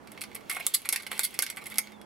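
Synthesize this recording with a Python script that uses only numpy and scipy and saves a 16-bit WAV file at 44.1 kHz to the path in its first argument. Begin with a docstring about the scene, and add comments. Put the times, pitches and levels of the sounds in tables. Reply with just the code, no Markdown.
"""First come faint ticks over soft outdoor air and a low hum, then a metal-plated glove flexes close by.
Its steel blades clack, its finger plates knock and tap, and its rivets and joints tick.
Edges scrape in short stick-slip runs, and the leather crackles softly. A distant bird whistles near the end.
Each metal contact is a tiny push that sets plates and blades ringing; nearby walls add a brief echo."""
import sys
import numpy as np
from scipy import signal
from scipy.fft import rfft, irfft
from scipy.io import wavfile
from scipy.ndimage import map_coordinates

SR = 44100
rng = np.random.default_rng(int(sys.argv[2]) if len(sys.argv) > 2 else 0)


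def store_wav(level_fs):
    """Save 16-bit WAV to argv[1]."""
    pcm = np.round(np.clip(np.atleast_2d(level_fs), -1, 1) * 32767)
    wavfile.write(sys.argv[1], SR, pcm.T.astype(np.int16))


N = 90404  # samples in the whole scene


def undb(db):
    """Turn decibels into a gain."""
    return 10 ** (np.asarray(db) / 20)


def unit(x):
    """Scale a sound to an energy of one."""
    return x / np.sqrt(np.sum(x ** 2) + 1e-18)


def seconds(length):
    """Give the time of every sample in a sound of this length."""
    return np.arange(max(int(length * SR), 2)) / SR


def fade(t, t60):
    """Die away exponentially, losing 60 dB in t60 seconds."""
    return np.exp(-np.log(1000) * t / t60)


def follow(t, points):
    """Draw a level curve through (t/s, level/dB) points and return it as a gain."""
    times, db = np.array(points).T
    return undb(np.interp(t, times, db))


def colour(x, points, size=4096):
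    """Filter a sound through (f/Hz, level/dB) points without any sound arriving early."""
    hz, db = np.array(points, float).T
    f = np.maximum(np.arange(size // 2 + 1) * SR / size, 1)
    gain = undb(np.interp(np.log(f), np.log(hz), db))
    # Folding the cepstrum forward makes the filter minimum-phase.
    cepstrum = irfft(np.log(gain))
    cepstrum[1:size // 2] *= 2
    cepstrum[size // 2 + 1:] = 0
    response = irfft(np.exp(rfft(cepstrum)))
    return signal.fftconvolve(x, response)[:len(x)]


def add(out, start, x):
    """Mix a sound in at a time in seconds."""
    i = int(start * SR)
    out[i:i + len(x)] += x[:len(out) - i]


def stereo(first, second, left_db, likeness=1):
    """Blend two sounds into left and right channels of a chosen likeness, leaning to one side."""
    c = np.clip(likeness, 0, 1)
    mid = np.sqrt((1 + c) / 2) * first
    side = np.sqrt((1 - c) / 2) * second
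    return np.array([(mid + side) * undb(left_db / 2), (mid - side) * undb(-left_db / 2)])


# Tone of the outdoor air, before its overall level is set: f/Hz, level/dB (per Hz)
AIR_COLOUR = [(25, -21), (60, -7.5), (130, -5), (300, 0.5), (480, -4), (950, -7), (1700, -13.5),
              (3500, -31), (7000, -33.5), (11500, -34.5), (16000, -74.5)]
AIR_DB, AIR_LEFT_DB, AIR_LIKENESS = -51, -6, 0.047


def outdoor_air():
    """Air is steady filtered noise, almost unrelated in the two channels."""
    noises = [colour(rng.standard_normal(N), AIR_COLOUR) for _ in range(2)]
    first, second = [noise / noise.std() for noise in noises]
    return stereo(first, second, AIR_LEFT_DB, AIR_LIKENESS) * undb(AIR_DB)


# Tones of the machine hum, before the wavering: f/Hz, level/dB
HUM_TONES = [(120, -81), (210.3, -60), (841, -69.5)]
# Wavering of the whole hum: t/s, level/dB
HUM_WAVER = [(0, -4.5), (.3, 1), (.7, -13), (1.1, 3), (1.5, -6.5), (1.8, 6.5), (2.05, 1)]
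HUM_LEFT_DB = -11.5


def machine_hum(t):
    """A machine hums as a few fixed tones whose shared level wavers."""
    hum = np.zeros(N)
    for hz, db in HUM_TONES:
        # The root of two makes the listed level an average (RMS) one.
        hum += np.sqrt(2) * undb(db) * np.sin(2 * np.pi * (hz * t + rng.random()))
    hum *= follow(t, HUM_WAVER)
    return stereo(hum, hum, HUM_LEFT_DB)


# Falling bird whistles: t/s, length/s, start f/Hz, end f/Hz, level/dB
BIRD_WHISTLES = [(1.91, 0.071, 3720, 3450, -57), (1.976, 0.084, 3370, 3280, -61.5)]


def distant_bird():
    """Each whistle is a pure tone that slides down in pitch, swelling and fading smoothly."""
    out = np.zeros(N)
    for start, length, from_hz, to_hz, db in BIRD_WHISTLES:
        progress = seconds(length) / length
        pitch = from_hz + (to_hz - from_hz) * progress
        tone = np.sin(2 * np.pi * np.cumsum(pitch) / SR)
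        add(out, start, undb(db) * np.sin(np.pi * progress) * tone)
    return out


def chatter(length, size=2048):
    """Hard faces buzz together for an instant, with their spectrum partly evened out."""
    t = seconds(length)
    noise = rng.standard_normal(size)[:len(t)]
    buzz = rfft(noise * undb(0.5 * t / length), size)  # rises by 0.5 dB before the evening-out
    evened = irfft(buzz / np.sqrt(np.abs(buzz) + 1e-9))
    return unit(np.roll(evened, 20)[:size // 2])  # a 20-sample shift keeps the early edge


NEAR_DB, NEAR_T60_S, FAR_DB, FAR_T60_S = -6.5, 0.067, -10.5, 0.15
WALL_DELAY_S, ROOM_LEFT_DB, ROOM_LIKENESS = 0.002, -2.8, 0.033
GLOVE_ECHO_DB, GLOVE_ECHO_S = -4, 0.0027


def fading_echo(t, db, t60):
    """Many small reflections merge into fading noise."""
    return undb(db) * unit(rng.standard_normal(len(t)) * fade(t, t60))


def glove_scatter(t):
    """Sound bouncing off the glove is smeared: an even spectrum with shuffled phases."""
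    phase = np.angle(rfft(chatter(GLOVE_ECHO_S), len(t)))
    smear = irfft(np.exp(1j * phase), len(t))
    return undb(GLOVE_ECHO_DB) * smear * fade(t, NEAR_T60_S)


def walls(x):
    """Scatter off the glove is joined by quick reflections from close walls and a weaker, longer tail."""
    t = seconds(0.4)
    sides = []
    for _ in range(2):
        echo = fading_echo(t, NEAR_DB, NEAR_T60_S) + fading_echo(t, FAR_DB, FAR_T60_S)
        late = np.pad(echo, (int(WALL_DELAY_S * SR), 0))[:len(t)]
        tail = glove_scatter(t) + late
        sides.append(signal.fftconvolve(x, tail)[:N])
    return stereo(*sides, ROOM_LEFT_DB, ROOM_LIKENESS)


def slips(count, rate, scatter_db):
    """Sticking and slipping gives random tiny impacts of uneven size and either sign."""
    happens = rng.random(count) < rate / SR
    size = undb(scatter_db * np.clip(rng.standard_normal(count), -2, 2))
    return happens * np.sign(rng.standard_normal(count)) * size


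# Loudness of the creaking leather and joints: t/s, level/dB
CREAK_LEVEL = [(0, -69), (.2, -61), (.44, -63), (.56, -54), (.7, -46.5), (1.0, -57), (1.15, -56),
               (1.32, -49.5), (1.5, -60.5), (1.76, -56), (1.86, -53), (2.05, -79)]
# Tone of the creaking: f/Hz, level/dB
CREAK_COLOUR = [(200, -42), (900, -1.5), (1400, -1), (2200, 5), (3200, 5.5), (6500, -6), (11000, -8),
                (15500, -9.5)]
CREAKS_PER_S, CREAK_SCATTER_DB, CREAK_T60_S = 1500, 3.5, 0.024


def leather(t):
    """The flexing glove crackles finely: every slip is a short, unpitched rustle."""
    power = slips(N, CREAKS_PER_S, CREAK_SCATTER_DB) ** 2
    fading_power = signal.fftconvolve(power, fade(t, CREAK_T60_S) ** 2)[:N]
    rustle = np.sqrt(np.abs(fading_power))
    crackle = colour(rustle * rng.standard_normal(N), CREAK_COLOUR)
    return crackle / crackle.std() * follow(t, CREAK_LEVEL)


# Dull taps of plates lying on the leather: t/s, level/dB, middle f/Hz
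PLATE_TAPS = [(0.5126, -14, 1294), (0.5115, -20, 2200), (0.568, -14, 1410), (0.568, -12.5, 2210),
              (.603, -15.5, 704), (0.609, -10.5, 2500), (.666, -12, 1215), (0.8912, -15.5, 1310),
              (.926, -6, 2175), (1.1154, -21, 2120), (1.142, -33, 2250), (1.426, -5.5, 1590),
              (1.66, -20, 2170), (1.722, -29, 2210), (1.786, -11, 1346), (1.785, -6.5, 2075)]
TAP_T60_S, TAP_ATTACK_S = 0.034, 0.0015
TAP_SPREAD = 0.096  # pitch step between neighbouring modes, as a share of the middle one


def taps():
    """A plate damped by leather gives three close, short-lived modes."""
    out, t = np.zeros(N), seconds(0.1)
    shape = fade(t, TAP_T60_S) * (1 - np.exp(-t / TAP_ATTACK_S))
    for start, db, hz in PLATE_TAPS:
        modes = np.zeros(len(t))
        for k in (-1, 0, 1):
            phase = hz * (1 + TAP_SPREAD * k) * t + abs(k) * rng.random()
            modes += undb(-6 * abs(k)) * np.sin(2 * np.pi * phase)  # outer modes are 6 dB weaker
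        add(out, start, undb(db) * unit(modes * shape))
    return out


MODE_SCATTER_DB = 1


def ringing(t, modes, spread, parts=3):
    """Several similar parts ring together; pitch and strength shift from contact to contact."""
    total = np.zeros(len(t))
    for _ in range(parts):
        for hz, db, t60 in modes:
            strength, detune, phase = rng.standard_normal(3)
            tone = np.sin(2 * np.pi * (hz * (1 + spread * detune) * t + phase))
            total += undb(db + MODE_SCATTER_DB * strength) * unit(tone * fade(t, t60))
    return unit(total)


PLATE_CLANK_HZ, PLATE_CLANK_WIDTH_HZ, PLATE_CLANK_DB, PLATE_CLANK_T60_S = 2000, 3200, -4.5, 0.059
PLATE_SPREAD = 0.0966


def plate_clank(t):
    """A plate clanks as fading noise through one broad resonance."""
    hz = PLATE_CLANK_HZ * (1 + PLATE_SPREAD * rng.uniform(-2.1, 1))  # each plate has its own size
    band = signal.iirpeak(hz, hz / PLATE_CLANK_WIDTH_HZ, fs=SR)
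    noise = unit(rng.standard_normal(len(t)) * fade(t, PLATE_CLANK_T60_S))
    return 2 * undb(PLATE_CLANK_DB) * signal.lfilter(*band, noise)


# Ringing tones of the blades, before random shifts: f/Hz, level/dB, t60/s
BLADE_MODES = [(3664, 7, 0.086), (7730, 8, 0.057), (9770, -1, 0.053), (12100, -2.5, 0.045),
               (12550, 4, 0.076)]
# Ringing tones of the finger plates, before random shifts: f/Hz, level/dB, t60/s
PLATE_MODES = [(1306, -6, 0.11), (1872, -6, 0.048), (2130, 3, 0.15), (2249, 4, 0.19), (4520, -13, 0.14),
               (6480, -5, 0.25)]
BLADE_MODE_SPREAD, PLATE_MODE_SPREAD, PLATE_RING_DB = 0.0113, 0.027, -14
BASS_HZ, THUD_HZ, PLATE_LOW_HZ, PLATE_HIGH_HZ, BLADE_HZ, EDGE_HZ = 159, 603, 1344, 2270, 5240, 7500
BRIGHT_HZ, BRIGHT_END_HZ = 12400, 14900
BLADE_EDGE_RATIO, BLADE_SKIRT_DB = 1.4, -1.5
CLACK_BASS_DB, LIGHT_BASS_DB = 11, -5.5


def contact(push, db, thud_db, plate_db, blade_db, ring_db, blade_hz=BLADE_HZ, bright_db=0,
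            plate_ring_db=PLATE_RING_DB, bass_db=LIGHT_BASS_DB):
    """A push on metal gives its own crack, a short plate clank and the ringing of plates and blades."""
    t = seconds(0.3)
    blades = undb(ring_db) * ringing(t, BLADE_MODES, BLADE_MODE_SPREAD)
    plates = undb(plate_ring_db) * ringing(t, PLATE_MODES, PLATE_MODE_SPREAD)
    body = (blades + plates) / 2 + plate_clank(t)
    body[0] += 1  # the push itself is heard as the crack
    tone = [(BASS_HZ, thud_db + bass_db), (THUD_HZ, thud_db),
            (PLATE_LOW_HZ, plate_db), (PLATE_HIGH_HZ, plate_db),
            (blade_hz / BLADE_EDGE_RATIO, (plate_db + blade_db) / 2 + BLADE_SKIRT_DB),
            (blade_hz, blade_db),
            (blade_hz * BLADE_EDGE_RATIO, blade_db / 2 + BLADE_SKIRT_DB),
            (EDGE_HZ, 0), (BRIGHT_HZ, bright_db), (BRIGHT_END_HZ, 0)]
    struck = unit(signal.fftconvolve(push, body))
    return undb(db) * colour(struck, sorted(tone))


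# In the next four tables, levels come before the shared contact colour and the hand level.
# Small ticks of rivets and joints: t/s, level/dB, plate level/dB
JOINT_TICKS = [(.073, -25.5, 13.5), (0.1181, -17.5, 1.5), (0.176, -27.5, 19), (0.2225, -11.5, -3),
               (0.315, -35.5, 23), (0.348, -14, 1), (0.3613, -25.5, 18), (.408, -33, 18), (0.532, -10, -1),
               (.548, -7, -7), (0.575, -16, -1), (.818, -13, -3), (.850, -20.5, 19), (.8625, -21, 8),
               (1.023, -13, -1), (1.032, -16.5, 10), (1.0705, -12.5, 0.5), (1.178, -9.5, 2),
               (1.3068, -17, -9), (1.5256, -31, 23), (1.562, -18, 1), (1.640, -19.5, 7), (1.7, -15, -8),
               (1.742, -15, 4), (1.757, -14.5, 6.5), (1.774, -15, 6.5), (1.8715, -25, 18),
               (1.920, -26.5, 12.5), (2.014, -25.5, 9.5)]
TICK_S, TICK_RING_DB, TICK_BLADE_SHARE = 0.00083, -25, 0.62


def ticks(out):
    """Rivets and joints tick when a very short buzz excites the metal."""
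    for start, db, plate_db in JOINT_TICKS:
        blade_db = TICK_BLADE_SHARE * plate_db
        add(out, start, contact(chatter(TICK_S), db, 0, plate_db, blade_db, TICK_RING_DB))


# Edges sliding: t/s, length/s, level/dB, thud level/dB, plate level/dB, blade level/dB,
# swell from start to end/dB, blade resonance f/Hz, brightness level/dB
EDGE_SCRAPES = [(0.515, 0.053, -10.5, 11.5, 11.5, 10.5, 15, 3300, 2),
                (0.596, 0.013, -11.5, 11.5, 14.5, 11, -6, 2970, 5.5),
                (0.658, 0.0093, -18.5, 24, 6, 1, -1, 2900, -3),
                (0.737, 0.008, 9, -16, -13, 8.5, 15, 3270, 5),
                (.745, 0.0099, 17.5, -20, -12, 0.5, -10, 4370, -1.5),
                (0.938, 0.009, -5.5, 2, 15, 4, -9, 4400, -9),
                (0.969, .04, -12.5, -1, 12.5, 11, 15, 4370, -1),
                (1.108, 0.068, -10, 16, 9.5, 17.5, 0, 2900, 0), (1.2, 0.024, 0.5, -18, 2, 6, -15, 3660, 0),
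                (1.231, 0.016, 7, -36, -3.5, 5, 1, 3860, 3),
                (1.2468, 0.01, 9, -38, -7, 3.5, -18, 4500, 1.5),
                (1.34, 0.014, -8, -5, 8, -0.5, -13, 4280, -1),
                (1.473, 0.018, -19.5, -7, 15, 12, 16, 4400, -2),
                (1.572, 0.019, -12.5, 8.5, 17, 3, -11, 3100, -6),
                (1.612, 0.015, -22.5, 13, 17, 17, -3, 3120, 2),
                (1.703, 0.019, -17.5, -8, 16, 10.5, 9, 3400, 4)]
SLIPS_PER_S, SLIP_SCATTER_DB, SCRAPE_ATTACK_S, SCRAPE_RING_DB = 6000, 1.5, 0.00144, -11


def scrapes(out):
    """Sliding edges stick and slip, hitting the metal with a swelling or fading run of tiny impacts."""
    for start, length, *strike, swell_db, blade_hz, bright_db in EDGE_SCRAPES:
        t = seconds(length)
        swell = undb(swell_db * t / length) * (1 - np.exp(-t / SCRAPE_ATTACK_S))
        push = slips(len(t), SLIPS_PER_S, SLIP_SCATTER_DB) * swell
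        add(out, start, contact(push, *strike, SCRAPE_RING_DB, blade_hz, bright_db))


# Finger plates knocking: t/s, level/dB, thud level/dB, plate level/dB, blade level/dB, rattle length/s
PLATE_KNOCKS = [(0.2096, -12.5, -23, -1, 6, 0.00083), (0.2148, -4.5, -13, 2, 2, 0.0022),
                (.2370, -13.5, -2, 9.5, 11, 0.0024), (0.496, -1.5, -11, 4.5, -2.5, 0.0037),
                (0.499, -9, -1, 5, 7, 0.0019), (0.5049, -8, 8, 11, 4, 0.0019),
                (0.5122, -4, -5, 11, 0.5, 0.0036), (0.525, -5, 6, -7, -7, 0.0021),
                (0.565, -9.5, 19, 13.5, -3, 0.0036), (0.8543, -5.5, 5, 10.5, -1, 0.0039),
                (0.9244, 9.5, -25, -4, 3, 0.0038), (0.9281, 7, 6, -0.5, 1.5, 0.0061),
                (0.9593, 6.5, -9, 6.5, 5.5, 0.0026), (1.065, -11, 6, 13, 9, 0.0031),
                (1.1147, -4, 12, 13, -1, 0.0031), (1.129, -11.5, 15, 10, -8, 0.00077),
                (1.4218, 11, -18, -2, -2, 0.0031), (1.4249, 1.5, 0.5, 1, 6.5, 0.015),
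                (1.4638, -4.5, -11, 10.5, 9, 0.0021), (1.4997, 0.5, -18, 0, 1, 0.0024),
                (1.57, -8.5, -3.5, 8, -4, 0.0014), (1.6567, -14.5, -1, 7, 3.5, 0.0032),
                (1.6666, -7.5, 0, 3, -4, 0.0024), (1.72, -22.5, 6, 15.5, 4.5, 0.0038),
                (1.788, 6.5, -1, -1, -17, 0.0017)]
KNOCK_RING_DB = -21


def knocks(out):
    """Finger plates knock when a short rattle excites the metal."""
    for start, *strike, length in PLATE_KNOCKS:
        add(out, start, contact(chatter(length), *strike, KNOCK_RING_DB))


# Blades snapping together: t/s, level/dB, thud level/dB, plate level/dB, blade level/dB,
# blade ring level/dB, blade resonance f/Hz, brightness level/dB, plate ring level/dB
BLADE_CLACKS = [(0.352, -8.5, 4, 1, -1.5, -27, 5180, 6, -15),
                (0.6655, 11.5, -23, -13, 2, 1.5, 3150, 2.5, -27),
                (0.8894, 10, -9.5, -6.5, 7.5, -25, 5200, 5, -6),
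                (1.1929, 9.5, -4.5, -0.5, -0.5, -3, 4100, 3.5, -12),
                (1.3901, 12, 1.5, -6, 3.5, -20, 5140, -1, -5.5),
                (1.7832, 10, -12, -6.5, 9.5, -3, 5000, 3, 0)]
CLACK_S = 0.00043


def clacks(out):
    """Blades snap together in an instant, with more bass than the lighter contacts."""
    for start, *strike in BLADE_CLACKS:
        add(out, start, contact(chatter(CLACK_S), *strike, CLACK_BASS_DB))


# Tone shared by all metal contacts: f/Hz, level/dB
CONTACT_COLOUR = [(50, -28), (150, -20.5), (500, -11.5), (950, -9.5), (1350, -5.5), (1750, -9.5),
                  (2150, -2.5), (2800, -8.5), (3700, -5.5), (5100, -6.5), (6600, -10), (7800, -3),
                  (9500, -1), (11300, 3), (12600, -6), (14200, -9), (15400, -12.5), (16500, -17)]


def glove():
    """Join all ticks, scrapes, knocks and clacks and give them one shared tone."""
    out = np.zeros(N)
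    for play in (ticks, scrapes, knocks, clacks):
        play(out)
    return colour(out, CONTACT_COLOUR)


HAND_DB, LEFT_DB, LEFT_LAG_S = 0.5, -2.2, 0.000009


def scene():
    """The glove sits a little to the right: its sound is weaker and slightly later on the left."""
    t = np.arange(N) / SR
    background = outdoor_air() + machine_hum(t) + distant_bird()
    hand = undb(HAND_DB) * glove() + taps() + leather(t)
    delayed = map_coordinates(hand, [(t - LEFT_LAG_S) * SR], order=5)
    direct = np.array([delayed * undb(LEFT_DB / 2), hand * undb(-LEFT_DB / 2)])
    return direct + walls(hand) + background


DUCK_FROM_DB, DUCK_ATTACK_S, DUCK_RELEASE_S, DUCK_SLOPE = -36, 0.0032, 0.049, 0.47
PEAK_LIMIT, TOP_HZ = 0.8, 15800


def record(dry):
    """Automatic gain falls as the smoothed power rises; then peaks are rounded and the top is cut."""
    power = np.mean(dry ** 2, axis=0)
    for lag in (DUCK_ATTACK_S, DUCK_RELEASE_S):  # two smoothers in a row
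        keep = np.exp(-1 / (lag * SR))
        power = signal.lfilter([1 - keep], [1, -keep], power)
    gain = (1 + power / undb(DUCK_FROM_DB) ** 2) ** (-DUCK_SLOPE / 2)
    rounded = PEAK_LIMIT * np.tanh(dry * gain / PEAK_LIMIT)
    low_pass = signal.ellip(8, 0.2, 70, TOP_HZ, fs=SR, output="sos")
    return signal.sosfilt(low_pass, rounded)


dry = scene()
out = record(dry)
store_wav(out)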